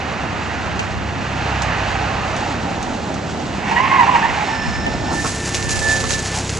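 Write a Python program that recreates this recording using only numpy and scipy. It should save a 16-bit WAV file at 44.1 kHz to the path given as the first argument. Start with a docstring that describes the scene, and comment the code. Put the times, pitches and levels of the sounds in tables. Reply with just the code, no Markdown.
"""Tyres roar and hiss over asphalt as an estate car crosses a park, lifts off and swings round with a squeal.
Its brakes sing as it rolls onto a lawn close to a camera, where dry leaves crunch and twigs snap.
Another engine idles nearby throughout, a small motor hums faintly, and wind buffets the microphones.
Tyres, leaves and knocks are shaped noise, clicks and ringing modes; squeal and brakes are unsteady tones.
Engines and motor are harmonics of a slowly wandering rate."""
import sys
import numpy as np
from scipy import signal
from scipy.fft import rfft, irfft
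from scipy.io import wavfile

SR = 44100
rng = np.random.default_rng(int(sys.argv[2]) if len(sys.argv) > 2 else 0)


def to_wav(s):
    """Save 16-bit WAV."""
    ch = np.atleast_2d(s).T  # columns
    pcm = np.round(np.clip(ch, -1, 1) * 32767)  # PCM
    wavfile.write(sys.argv[1], SR, pcm.astype(np.int16))


N = 290619
T = np.arange(N) / SR  # seconds
HZ = np.fft.rfftfreq(N, 1 / SR)


def wheels(grit_db=-2.0):
    """Everything the four tyres do on asphalt and lawn, with grit popping from under them."""
    # Pops: grit from under the tyres, plus clicks heard with the case ticks at 0.79 and 4.87 s. # Each row:
    # start in seconds, peak in dB before the grit trim.
    pop_rows = [(.7931, -17.5), (1.6202, -12.5), (2.3645, -20), (2.828, -17.5), (3.1418, -24),
                (4.8653, -26)]
    # Spectrum of a pop. Each row: frequency in Hz, density in dB per Hz.
    pop_colour = [(1500, -20), (3800, 6), (5000, 4.5), (6500, 8), (8000, 0.5), (11000, -28)]
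    pops = cracks(pop_rows, pop_colour, decay=0.0029, tail_db=-7.0, tail=0.026)
    return rolling() + tread_drone() + tyre_squeal() + leaves() + flares() + gain_of(grit_db) * pops + knocks()


def rolling(roar_db=-1.5, hiss_db=1.5, rumble_db=1.0, fizz_db=-30.5):
    """Tread roar, air pumped out of the grooves, body rumble and fine grit; humps load the tyres."""
    # Tyre loudness, rising with the car's pull and sinking as it slows. Each row: time in seconds, gain in dB.
    tyre_rows = [(0, -29.5), (.75, -30), (1.06, -32.5), (1.3, -29.5), (1.47, -27), (1.9, -26),
                 (2.45, -27.5), (3.05, -32.5), (3.5, -33.5), (4.35, -29), (4.8, -34), (6.59, -38.5)]
    # Brightness, added to the hiss and taken from the roar. Each row: time in seconds, shift in dB.
    bright_rows = [(0, 0), (1.8, 0.66), (3, -3.5), (4.2, -1.5)]
    # Body and road rumble. Each row: time in seconds, gain in dB.
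    rumble_rows = [(0, -29.5), (2.2, -30.5), (2.9, -28.5), (4.1, -28), (4.4, -31.5), (6.59, -31.5)]
    # Wheels heaving over the verge and humps in the lawn.
    # Each row: centre in seconds, extra roar in dB, half-length in seconds, extra rumble in dB.
    humps = [(4.92, 3.5, .13, 6), (5.127, 6.5, 0.1, 2), (5.92, 7, 0.13, -2), (6.382, 6.5, 0.055, 0.5)]
    # Spectra of roar, hiss, rumble and grit fizz. Each row: frequency in Hz, density in dB per Hz.
    roar_colour = [(200, -19), (480, -6.5), (650, 2.5), (800, 4), (920, -0.5), (1100, -10), (1500, -11),
                   (3000, -57.5)]
    hiss_colour = [(500, -13.5), (900, -0.5), (1200, -1), (1550, -2), (1900, -2), (2250, -6), (2700, -4),
                   (3300, -13.5), (4300, -15.5), (5300, -21.5), (6700, -22.5), (8500, -56), (12000, -67.5)]
    rumble_colour = [(15, -36), (33, -13), (55, -4), (85, 2.5), (115, -3), (180, 3.5), (250, 0),
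                     (340, -2.5), (500, -7.5), (900, -17), (2500, -66.5)]
    fizz_colour = [(300, -5), (1500, -0.5), (3000, -4), (4200, -4.5), (5300, -8), (6700, -8), (7600, -11),
                   (8800, -24), (11000, -38.5)]

    tyres_db, bright_db = curve(tyre_rows), curve(bright_rows)
    load_db = sum(db * swell(s, length) for s, db, length, _ in humps)
    heave_db = sum(db * swell(s, length) for s, _, length, db in humps)
    # the fizz grows by 1.5 dB per second as the car nears, and follows a share of the tyre loudness
    near_db = 1.5 * T + 0.29 * tyres_db
    roar_gain = gain_of(roar_db + tyres_db - bright_db + load_db + 1.0 * drift(48))
    roar = roar_gain * noise(roar_colour)
    hiss_gain = gain_of(hiss_db + tyres_db + bright_db + 0.5 * drift(25))
    hiss = hiss_gain * noise(hiss_colour)
    rumble_gain = gain_of(rumble_db + heave_db + 0.75 * drift(24)) * level(rumble_rows)
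    rumble = rumble_gain * noise(rumble_colour)
    fizz_gain = gain_of(fizz_db + near_db + 1.4 * drift(10.8))
    fizz = fizz_gain * evened(colour(grains(14000, 0.58), fizz_colour))
    return roar + hiss + rumble + fizz


def tread_drone(width=66.0):
    """The tread pattern drums a fuzzy low note whose pitch moves with the wheels."""
    # The drone. Each row: time in seconds, pitch in Hz, level in dB.
    drone_rows = [(2.1, 320, -50), (2.45, 300, -33), (3.15, 215, -32), (3.7, 195, -34), (4.2, 200, -46),
                  (4.549, 235, -29), (4.9, 215, -40.5), (5.15, 300, -26), (5.4, 320, -50.5)]
    s, hz, db = np.transpose(drone_rows)
    return gain_of(np.interp(T, s, db)) * fuzzy_tone(np.interp(T, s, hz), width)


def tyre_squeal(scrub_follow=0.96):
    """The front tyre grabs and lets go in gliding yelps, over a fuzzy tread ring and scrubbing rubber."""
    # The yelps. Each row: centre in seconds, gain in dB, half-length in seconds, pitch in Hz,
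    # glide to either side in Hz, roughness (share of full pitch jitter), extra overtones in dB.
    yelps = [(3.733, -21, 0.038, 925, 30, 0.4, -1), (3.772, -15, 0.014, 958, 8, 0.3, 16.5),
             (3.803, -17, 0.021, 1015, 20, 0.47, 10), (3.847, -17.5, 0.026, 1080, 10, 0.55, 2),
             (3.918, -16.5, 0.02, 1061, 20, 0.29, 13.5), (3.954, -14, 0.0282, 1090, -10, 0.29, 8.5),
             (4.008, -10.5, 0.023, 976.3, -20, 0.57, 7.5), (4.038, -12, 0.0114, 950, -15, 0.71, -3),
             (4.089, -12.5, 0.015, 1000, 10, 0.92, 2.5), (4.132, -16, 0.018, 995, -35, 0.69, -2),
             (4.157, -10, .015, 952.5, -10, 0.22, 3), (4.194, -22.5, .03, 910, -10, .8, 3),
             (4.235, -20, 0.011, 905, 5, 0.38, 19.5), (4.251, -14, 0.01304, 950, -15, 1.1, 6),
             (4.299, -26, 0.024, 870, -20, 0.74, 8), (4.386, -23.5, .016, 835, 10, 0.37, 6),
             (4.425, -20, 0.023, 840, -10, 0.25, 0), (4.525, -26.5, 0.042, 880.2, 20, 0.28, 0),
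             (5.123, -28, 0.041, 900, -10, 0.8, 2), (6.375, -29, .03, 865, 10, .6, 5)]
    # Spectrum of the scrub. Each row: frequency in Hz, density in dB per Hz.
    scrub_colour = [(500, -20), (720, -2), (830, 6), (1080, 2.5), (1250, -4.5), (1550, -1.5), (1900, 1),
                    (2300, -2), (2750, -1.5), (3400, -14), (6500, -26.5), (9000, -58)]
    slide_start_s, slide_end_s, attack_s, release_s = 3.71, 4.23, 0.092, 0.38
    scrub_db, ring_db = -22.5, -11.5  # the ring is relative to the yelps' envelope
    ring_hz, ring_width = 1050, 76

    sizes = np.array([gain_of(db) * swell(s, length) for s, db, length, *_ in yelps])
    # where yelps overlap, the stronger one dominates pitch and roughness
    shares = sizes ** 2 + 1e-12
    shares /= shares.sum(axis=0)
    pitch = np.zeros(N)
    for share, (s, _, length, hz, glide, *_) in zip(shares, yelps):
        pitch += share * (hz + glide * np.tanh((T - s) / length))
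    rough, edge_db = np.array([row[-2:] for row in yelps]).T @ shares
    grip = np.linalg.norm(sizes, axis=0)
    sliding = held(slide_start_s, slide_end_s, attack_s, release_s)
    scrub_gain = gain_of(scrub_db + 1.7 * drift(60)) * (sliding + scrub_follow * grip)
    scrub = scrub_gain * noise(scrub_colour)
    ring = gain_of(ring_db) * grip * sliding * fuzzy_tone(ring_hz, ring_width)
    return grip * stick_slip(pitch, rough, edge_db) + ring + scrub


def stick_slip(pitch, rough, edge_db, octave_db=-11.5, third_db=-21.0,
               main_db=-2.0, second_db=-11.5, second_ratio=0.92):
    """Tread blocks stick and slip at an unsteady rate; a second tyre sings lower."""
    # How the tyre radiates its squeal. Each row: frequency in Hz, gain in dB.
    tyre_body = [(600, -9.5), (800, 0.5), (1100, 2), (1500, -7), (1930, -0.5), (2120, -4.5), (2300, -14),
                 (2800, -5), (3600, -21.5)]
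    out = np.zeros(N)
    # the second tyre is less loaded, so its pitch is less steady
    for ratio, db, unsteady in ((1, main_db, rough), (second_ratio, second_db, 1.5)):
        jitter = unsteady * (0.015 * drift(60) + 0.05 * drift(300))
        flutter = gain_of(4 * np.tanh(drift(180)))
        angle = turning(pitch * ratio * (1 + jitter))
        # a harder grab sharpens each slip and so lifts the overtones
        overtones = gain_of(octave_db) * np.sin(2 * angle) + gain_of(third_db) * np.sin(3 * angle)
        out += gain_of(db) * evened(flutter) * (np.sin(angle) + gain_of(edge_db) * overtones)
    return np.sqrt(2) * colour(out, tyre_body)


def flares():
    """Patches of asphalt make one tyre resonance swell for a moment."""
    # The swells. Each row: centre in seconds, level in dB, half-length in seconds, pitch in Hz,
    # width setting of the fuzzy tone.
    flare_rows = [(0.523, -34, 0.32, 1497, 350.7), (1.544, -32, 0.15, 791, 80.2),
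                  (1.741, -31, .1, 1815, 200), (2.038, -30.5, 0.13, 803, 90),
                  (2.276, -33, 0.092, 1218, 129.6), (4.07, -21.5, 0.077, 806, 45)]
    return sum(gain_of(db) * swell(s, length) * fuzzy_tone(hz, width) for s, db, length, hz, width in flare_rows)


def knocks(rattle=0.01):
    """A loose, rattling blow rings the suspension at each bump."""
    # Suspension knocks. Each row: start in seconds, gain in dB.
    knock_rows = [(3.158, -21), (5.111, -17.5), (5.135, -23), (5.243, -15), (5.255, -21.5), (6.037, -20)]
    # Suspension modes. Each row: frequency in Hz, relative level in dB, time to decay by 60 dB in seconds.
    modes = [(247, 5, 0.13), (458, 3, 0.045), (746, 2, 0.035), (910, -4.5, 0.043), (1090, 7.5, 0.016),
             (1310, 2.5, 0.021)]
    blow_colour = [(100, -10.5), (1400, 7), (2100, -4.5), (8000, -35)]  # Hz, dB per Hz
    t = T[:SR // 5]
    ring = sum(gain_of(db - 60 * t / t60) * np.sin(2 * np.pi * hz * t) for hz, db, t60 in modes)
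    blows = cracks(knock_rows, blow_colour, decay=rattle, tail_db=-30, tail=0.013)
    return gain_of(-4.0) * signal.oaconvolve(blows, ring / np.linalg.norm(ring))[:N]


def brake(edge_s=0.019):
    """Pads keep one disc mode ringing, lower and louder under pressure; a raspy overtone follows it."""
    # Pressure of the pads on the disc. Each row: time in seconds, share of full pressure.
    pad_rows = [(4.485, 0.28), (4.64, 0.62), (4.74, .55), (4.89, .27), (4.99, 0.02), (5.19, .4),
                (5.28, 0.14), (5.62, .13), (5.76, 0.91), (5.92, 0.89), (6.34, .58)]
    # The ringing builds up, or chokes if negative.
    # Each row: centre in seconds, extra level in dB, half-length in seconds.
    surges = [(4.532, 6, 0.046), (4.626, 4.5, 0.036), (4.754, 5, 0.026), (4.868, 7, 0.022),
              (5.008, -4, 0.037), (5.19, 9, 0.045), (5.597, 5, .025), (5.655, 2, .012), (5.734, 6.5, 0.017),
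              (5.803, -13, 0.01), (5.83, 1.5, 0.018), (5.91, 14, 0.082), (6.075, 0, .03), (6.165, 6, 0.032),
              (6.215, -5, .012), (6.276, -14, .015)]
    disc_hz, sag_hz = 1790, 41  # pads barely touching; drop at full pressure
    disc_db, pressure_db = -37, 7  # pads barely touching; rise at full pressure
    # the overtone sounds while the wheels still turn fast
    rasp_start_s, rasp_end_s, rasp_fade_s = 4.58, 5.17, 0.16
    rasp_db, rasp_width = -36, 160  # level at full pressure

    pressure = curve(pad_rows)
    pitch = disc_hz - sag_hz * pressure
    angle = turning(pitch * (1 + 0.003 * drift(70) + 0.0012 * drift(14)))
    chatter_db = 1.3 * drift(90) + 1.1 * drift(25)
    surge_db = sum(db * swell(s, length) for s, db, length in surges)
    braking = held(pad_rows[0][0], pad_rows[-1][0], edge_s, edge_s)
    tone_gain = braking * gain_of(disc_db + pressure_db * pressure + surge_db + chatter_db)
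    tone = np.sqrt(2) * tone_gain * np.sin(angle)
    rasp = fuzzy_tone(3 * pitch, rasp_width)
    fast = held(rasp_start_s, rasp_end_s, rasp_fade_s, rasp_fade_s)
    rasp_gain = gain_of(rasp_db + 1.2 * drift(40)) * np.sqrt(abs(pressure)) * fast
    return tone + rasp_gain * rasp


def leaves(crunch_db=-0.17):
    """Leaves crumple in clumps of tiny fractures; pressed into the soil they crack fewer and duller."""
    # Heaps crushed under a wheel. Each row: centre in seconds, gain in dB, half-length in seconds.
    heaps = [(5.278, -27.5, 0.051), (5.356, -32, 0.018), (5.475, -29, 0.029), (5.55, -22, 0.0085),
             (5.567, -26.5, 0.017), (5.718, -23, 0.025), (5.768, -25.5, 0.021), (5.795, -24.5, 0.0077),
             (5.84, -26.5, 0.032), (5.914, -24, 0.038), (5.967, -28, 0.024), (6.01, -27, .014),
             (6.126, -22.5, 0.033), (6.195, -29, 0.013), (6.264, -27.5, 0.033), (6.373, -26, 0.037),
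             (6.504, -28, 0.0072), (6.576, -34, 0.011)]
    # Level of the leaves pressed into the soil. Each row: time in seconds, dB relative to the dry leaves.
    press_rows = [(5.1, -7), (5.7, -13), (6.1, -3), (6.59, -17)]
    # Spectra of dry and pressed leaves. Each row: frequency in Hz, density in dB per Hz.
    dry_colour = [(400, -5), (1200, -5.5), (2200, -3), (2700, -0.5), (3300, -10), (4500, -2), (5400, -1),
                  (6700, 2), (7800, -1.5), (9200, -12.5), (10300, -8.5), (11500, -22.5)]
    press_colour = [(1200, -9), (2700, -4), (3800, 1.5), (5000, -1), (7000, -4), (11000, -30)]
    lawn_s, carpet_db, attack_s = 5.135, -32, 0.016

    # a steady rustle once the wheels reach the lawn
    carpet = gain_of(carpet_db) * held(lawn_s, T[-1], attack_s, attack_s)
    power = carpet ** 2 + sum((gain_of(db) * swell(s, length)) ** 2 for s, db, length in heaps)
    fractures = grains(5500, 0.8) * gain_of(1.1 * drift(200))
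    pressed = grains(2500, 1.0)
    crisp = evened(colour(fractures, dry_colour))
    dull = level(press_rows) * evened(colour(pressed, press_colour))
    return gain_of(crunch_db) * np.sqrt(power) * (crisp + dull)


def snaps(crumble_db=-22.5, crumble_s=0.0033):
    """A twig or stiff leaf breaks with one sharp click and crumbles for a few milliseconds."""
    # The snaps. Each row: start in seconds, click peak in dB, left minus right in dB.
    snap_rows = [(5.2675, -15, 0), (5.5456, -4, 0), (5.5515, -6, 0), (5.627, -9, -3.5), (5.6935, -6, 0),
                 (5.792, -9, 0), (5.887, -8, 2), (5.9659, -11, 2), (6.041, -12, -10), (6.086, -18, -6),
                 (6.107, -5, -11), (6.1174, -10, -3), (6.1372, -7, -4), (6.145, -13, 0), (6.192, -13, 0),
                 (6.4942, -8, 0), (6.4985, -9, 0)]
    # Colour of a snap. Each row: frequency in Hz, density in dB per Hz.
    snap_colour = [(800, -21), (2000, 1), (2900, 3.5), (5000, 0), (6800, 5), (8000, -11), (9500, -29),
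                   (11500, -25)]
    out, t = np.zeros((2, N)), T[:SR // 20]
    for s, db, pan_db in snap_rows:
        crumble = gain_of(crumble_db) * np.exp(-t / crumble_s) * rng.standard_normal(len(t))
        burst = np.where(t == 0, 1, crumble)
        at = round(s * SR)
        out[:, at:at + len(t)] += gain_of([[db + pan_db / 2], [db - pan_db / 2]]) * burst[:N - at]
    click_peak = abs(colour(signal.unit_impulse(N), snap_colour)).max()
    return np.array([colour(side, snap_colour) for side in out]) / click_peak


def engine(second_db=-11.5, third_db=-19.0):
    """The car's exhaust note: three harmonics of a firing rate that falls unevenly as the car slows."""
    # The engine. Each row: time in seconds, mean firings per second, level in dB before a 2 dB cut.
    engine_rows = [(0, 76, -38), (.9, 77, -39), (1.3, 67, -37), (1.65, 65, -30), (1.9, 50, -32),
                   (2.1, 59, -35), (2.35, 41, -42), (2.6, 49, -40), (2.9, 31, -37), (3.1, 64, -56),
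                   (4.8, 48, -38), (6.59, 34, -45)]
    s, hz, db = np.transpose(engine_rows)
    angle = turning(np.interp(T, s, hz) * (1 + 0.0092 * drift(8.1)))
    note = np.sin(angle) + gain_of(second_db) * np.sin(2 * angle) + gain_of(third_db) * np.sin(3 * angle)
    return np.sqrt(2) * gain_of(np.interp(T, s, db) - 2.0) * note


def idler(puff_db=-16.0, sharp=1.0, waver=0.0062):
    """Another engine idles steadily: low firing orders and a puff of exhaust at each firing."""
    # Loudness of the idle. Each row: time in seconds, gain in dB.
    idle_rows = [(0, -38.5), (1.4, -30.5), (2.35, -30), (2.8, -43.5), (4.5, -38), (5, -32), (6.59, -30)]
    # Firing orders. Each row: multiple of the firing rate, mean level in dB before the loudness curve.
    order_rows = [(1, -25), (2, -4), (3, -1), (4, -4), (5, -8.5), (6, -29), (7, -34), (8, -13.5)]
    puff_colour = [(50, 2.0), (120, 1.5), (220, -3.5), (450, -1.5), (1500, -19), (5000, -68)]  # Hz, dB per Hz
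    firing_hz = 32.97  # mean
    angle = turning(firing_hz * (1 + waver * drift(3.8)))
    orders = sum(gain_of(db + 1.0 * drift(6.2)) * np.cos(k * angle) for k, db in order_rows)
    puffs = evened(np.exp(sharp * np.cos(angle)) * noise(puff_colour))
    return level(idle_rows) * (np.sqrt(2) * orders + gain_of(puff_db) * puffs)


def hum(waver_db=1.8):
    """Orders of one steadily turning small-motor shaft, each clearer for a while towards the end."""
    # Shaft orders. Each row: multiple of the shaft rate, full level in dB,
    # second at which it reaches full strength, second at which it begins to fade.
    shaft_orders = [(3, -41, 5.3, 5.94), (4, -39, 5.37, 6.45), (5, -39, 5.38, 6.59), (6, -39.5, 5.82, 6.13)]
    shaft_hz, rise_s, faint_db = 89.2, 0.16, -13
    out = np.zeros(N)
    angle = turning(shaft_hz * (1 + 0.0015 * drift(4)))
    for k, db, start, end in shaft_orders:
        entry = np.maximum(held(start, end, rise_s, rise_s), gain_of(faint_db))
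        out += gain_of(db) * entry * evened(gain_of(waver_db * drift(4.2))) * np.sin(k * angle)
    return np.sqrt(2) * out


def wind(breeze_db=-46.0):
    """Puffs of air buffet the two ports, mostly pushing one as they pull the other."""
    # Puffs. Each row: centre in seconds, gain in dB, half-length in seconds.
    gusts = [(.25, -40, 0.064), (.97, -35, 0.052), (3.87, -32, 0.072), (4.304, -33, 0.07),
             (4.696, -28, 0.079), (5.049, -35, 0.24), (5.74, -28.5, 0.16), (6.08, -34, 0.15)]
    # Spectrum of the wind. Each row: frequency in Hz, density in dB per Hz.
    wind_colour = [(15, -16), (35, -3.5), (60, 9), (100, 11.5), (150, -2.5), (250, -8), (600, -53)]
    puffs = sum(gain_of(db) * np.exp(-((T - s) / length) ** 2) for s, db, length in gusts)
    force = gain_of(breeze_db) + puffs
    across, common = noise(wind_colour), gain_of(-7.0) * noise(wind_colour)
    return force * np.array([common + across, common - across])


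def camera(ring_s=0.013, waver=0.05):
    """The case ticks in the hand; ticks and a faint early low hum reach the ports with opposite signs."""
    # Ticks of the case. Each row: start in seconds, peak in dB.
    tick_rows = [(.7931, -9), (3.7234, -14), (4.8653, -11)]
    # Spectrum of the case. Each row: frequency in Hz, density in dB per Hz.
    case_colour = [(150, -12), (380, 3), (550, 1), (750, 12), (1200, -7), (2100, -1), (3100, -4),
                   (5000, -48)]
    hum_hz, hum_db, hum_start_s, hum_end_s = 168, -34, 0.3, 1.21  # mean pitch, mean peak level
    ticks = cracks(tick_rows, case_colour, decay=ring_s, tail_db=-13, tail=0.02)
    angle = turning(hum_hz * (1 + waver * drift(8.2)))
    hum_gain = gain_of(hum_db + 2.5 * drift(7.8)) * held(hum_start_s, hum_end_s, 0.14, 0.03)
    low_hum = hum_gain * np.sin(angle)
    return np.array([ticks + low_hum, -ticks - low_hum])


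def microphones(direct, scattered):
    """Two close ports hear the direct sound unequally, and scattered sound with opposite signs."""
    # Balance. Each row: frequency in Hz, left minus right in dB.
    balance = [(60, 0), (200, -0.5), (350, -0.7), (630, -4), (1100, -5.5), (2000, -5), (3650, -0.5),
               (6600, -2.2), (11800, -10)]
    # Scattering. Each row: frequency in Hz, share of scattered sound as a gain.
    scatter = [(30, .5), (80, 0.39), (150, 0.24), (280, 0.14), (600, 0.56), (1000, 0.17), (2000, 0.32),
               (4000, 0.29), (7000, 0.42), (10000, 0.64)]
    # Phase. Each row: frequency in Hz, lead of the left port in radians.
    lead = [(50, 0.15), (300, -0.4), (690, 0.047), (950, -1.18), (1210, -0.53), (2070, -0.31),
            (2400, -0.043), (3800, -0.65), (7000, -0.21), (9000, -.5)]
    side = rfft(scattered) * read(scatter, HZ)
    tilt = gain_of(read(balance, HZ) / 2)
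    turn = np.exp(1j * read(lead, HZ) / 2)
    left, right = tilt * turn, turn.conj() / tilt
    # keep the mean of both ports as loud as the direct sound
    middle = rfft(direct) * 2 / abs(left + right)
    return irfft(np.array([left * middle + side, right * middle - side]), N)


def narrowed(pair):
    """The stereo picture closes up twice by scaling the difference between the sides."""
    # Stereo width. Each row: time in seconds, gain of the left-right difference in dB.
    width_rows = [(5.3, 0), (5.44, -14), (5.56, 0), (6.14, 1), (6.27, -10), (6.59, -6)]
    middle = pair.mean(axis=0)
    return middle + (pair - middle) * gain_of(curve(width_rows))


def gain_of(db):
    """Decibels to amplitude."""
    return 10 ** (np.asarray(db) / 20)


def evened(x):
    """Scales to rms 1."""
    return x / np.sqrt(np.mean(x ** 2) + 1e-20)


def turning(hz):
    """Running phase in radians of a tone with a moving pitch."""
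    return 2 * np.pi * np.cumsum(hz) / SR


def read(points, hz):
    """A spectrum, joined on a log-frequency axis."""
    f, value = np.transpose(points)
    return np.interp(np.log(hz + 1), np.log(f + 1), value)


def curve(rows):
    """A control at every sample, in straight lines between its points."""
    return np.interp(T, *np.transpose(rows))


def level(rows):
    """A dB curve as a gain that fades out beyond its ends."""
    outside = np.maximum(rows[0][0] - T, 0) + np.maximum(T - rows[-1][0], 0)
    return gain_of(curve(rows)) * np.exp(-outside / 0.02)


def swell(s, length):
    """A bell of height 1 around a moment, down to 1/e one length to either side."""
    out, near = np.zeros(N), slice(*np.searchsorted(T, [s - 5 * length, s + 5 * length]))
    out[near] = np.exp(-((T[near] - s) / length) ** 2)
    return out


def held(start, end, attack, release):
    """An envelope that grows until start, holds at 1, and dies away after end."""
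    return np.exp(-np.maximum(start - T, 0) / attack - np.maximum(T - end, 0) / release)


def drift(rate):
    """Random wander of rms 1, low-passed at about 0.7 times rate in Hz."""
    steps = rng.standard_normal(int(12 * rate * T[-1]) + 40)
    slow = signal.lfilter(*signal.butter(2, 0.7, fs=12), steps)[20:]  # skip the filter's start-up
    return evened(np.interp(T, np.linspace(0, T[-1], len(slow)), slow))


def fuzzy_tone(hz, width):
    """Noise of rms near 1 in a narrow band that follows hz, about 1.4 times width across in Hz."""
    angle = turning(hz * np.ones(N))
    return drift(width) * np.cos(angle) + drift(width) * np.sin(angle)


def colour(x, points):
    """Causal minimum-phase filter with the given spectrum."""
    log_gain = np.log(gain_of(read(points, abs(np.fft.fftfreq(4096, 1 / SR)))))
    taps = np.fft.ifft(np.exp(np.conj(signal.hilbert(log_gain)))).real
    return signal.oaconvolve(x, taps[:len(taps) // 2])[:N]


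def noise(points):
    """Coloured noise of rms 1."""
    return evened(colour(rng.standard_normal(N), points))


def grains(per_s, spread_db):
    """Random clicks, a few larger than the rest."""
    size = gain_of(spread_db * np.minimum(rng.exponential(1, N), 4))
    return evened(size * rng.standard_normal(N) * (rng.random(N) < per_s / SR))


def cracks(rows, points, decay, tail_db, tail):
    """Each fracture is a sharp noise burst followed by a softer crumble; decay and tail in seconds."""
    out, grit, t = np.zeros(N), noise(points), T[:SR // 8]
    shape = np.exp(-t / decay) + gain_of(tail_db) * np.exp(-t / tail)
    for s, db in rows:
        at = round(s * SR)
        burst = grit[at:at + len(t)] * shape[:N - at]
        out[at:at + len(t)] += gain_of(db) * burst / abs(burst).max()
    return out


def scene(idle_scatter_db=-5.5):
    """The car and its surroundings; wheels, idle and hum also arrive scattered by ground and trees."""
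    # scattered sound is drawn afresh, so it is unrelated in detail to the direct sound
    car = microphones(wheels() + brake() + engine(), wheels())
    around = microphones(idler() + hum(), gain_of(idle_scatter_db) * (idler() + hum()))
    return narrowed(car + around + wind()) + snaps() + camera()


def record(dry):
    """Peaks are clipped at full scale, then the treble is cut off."""
    edge_hz = 11600
    low_pass = signal.firwin(301, edge_hz, window=("kaiser", 8), fs=SR)
    return signal.oaconvolve(np.clip(dry, -1, 1), low_pass[None], "same")


dry = scene()
out = record(dry)
to_wav(out)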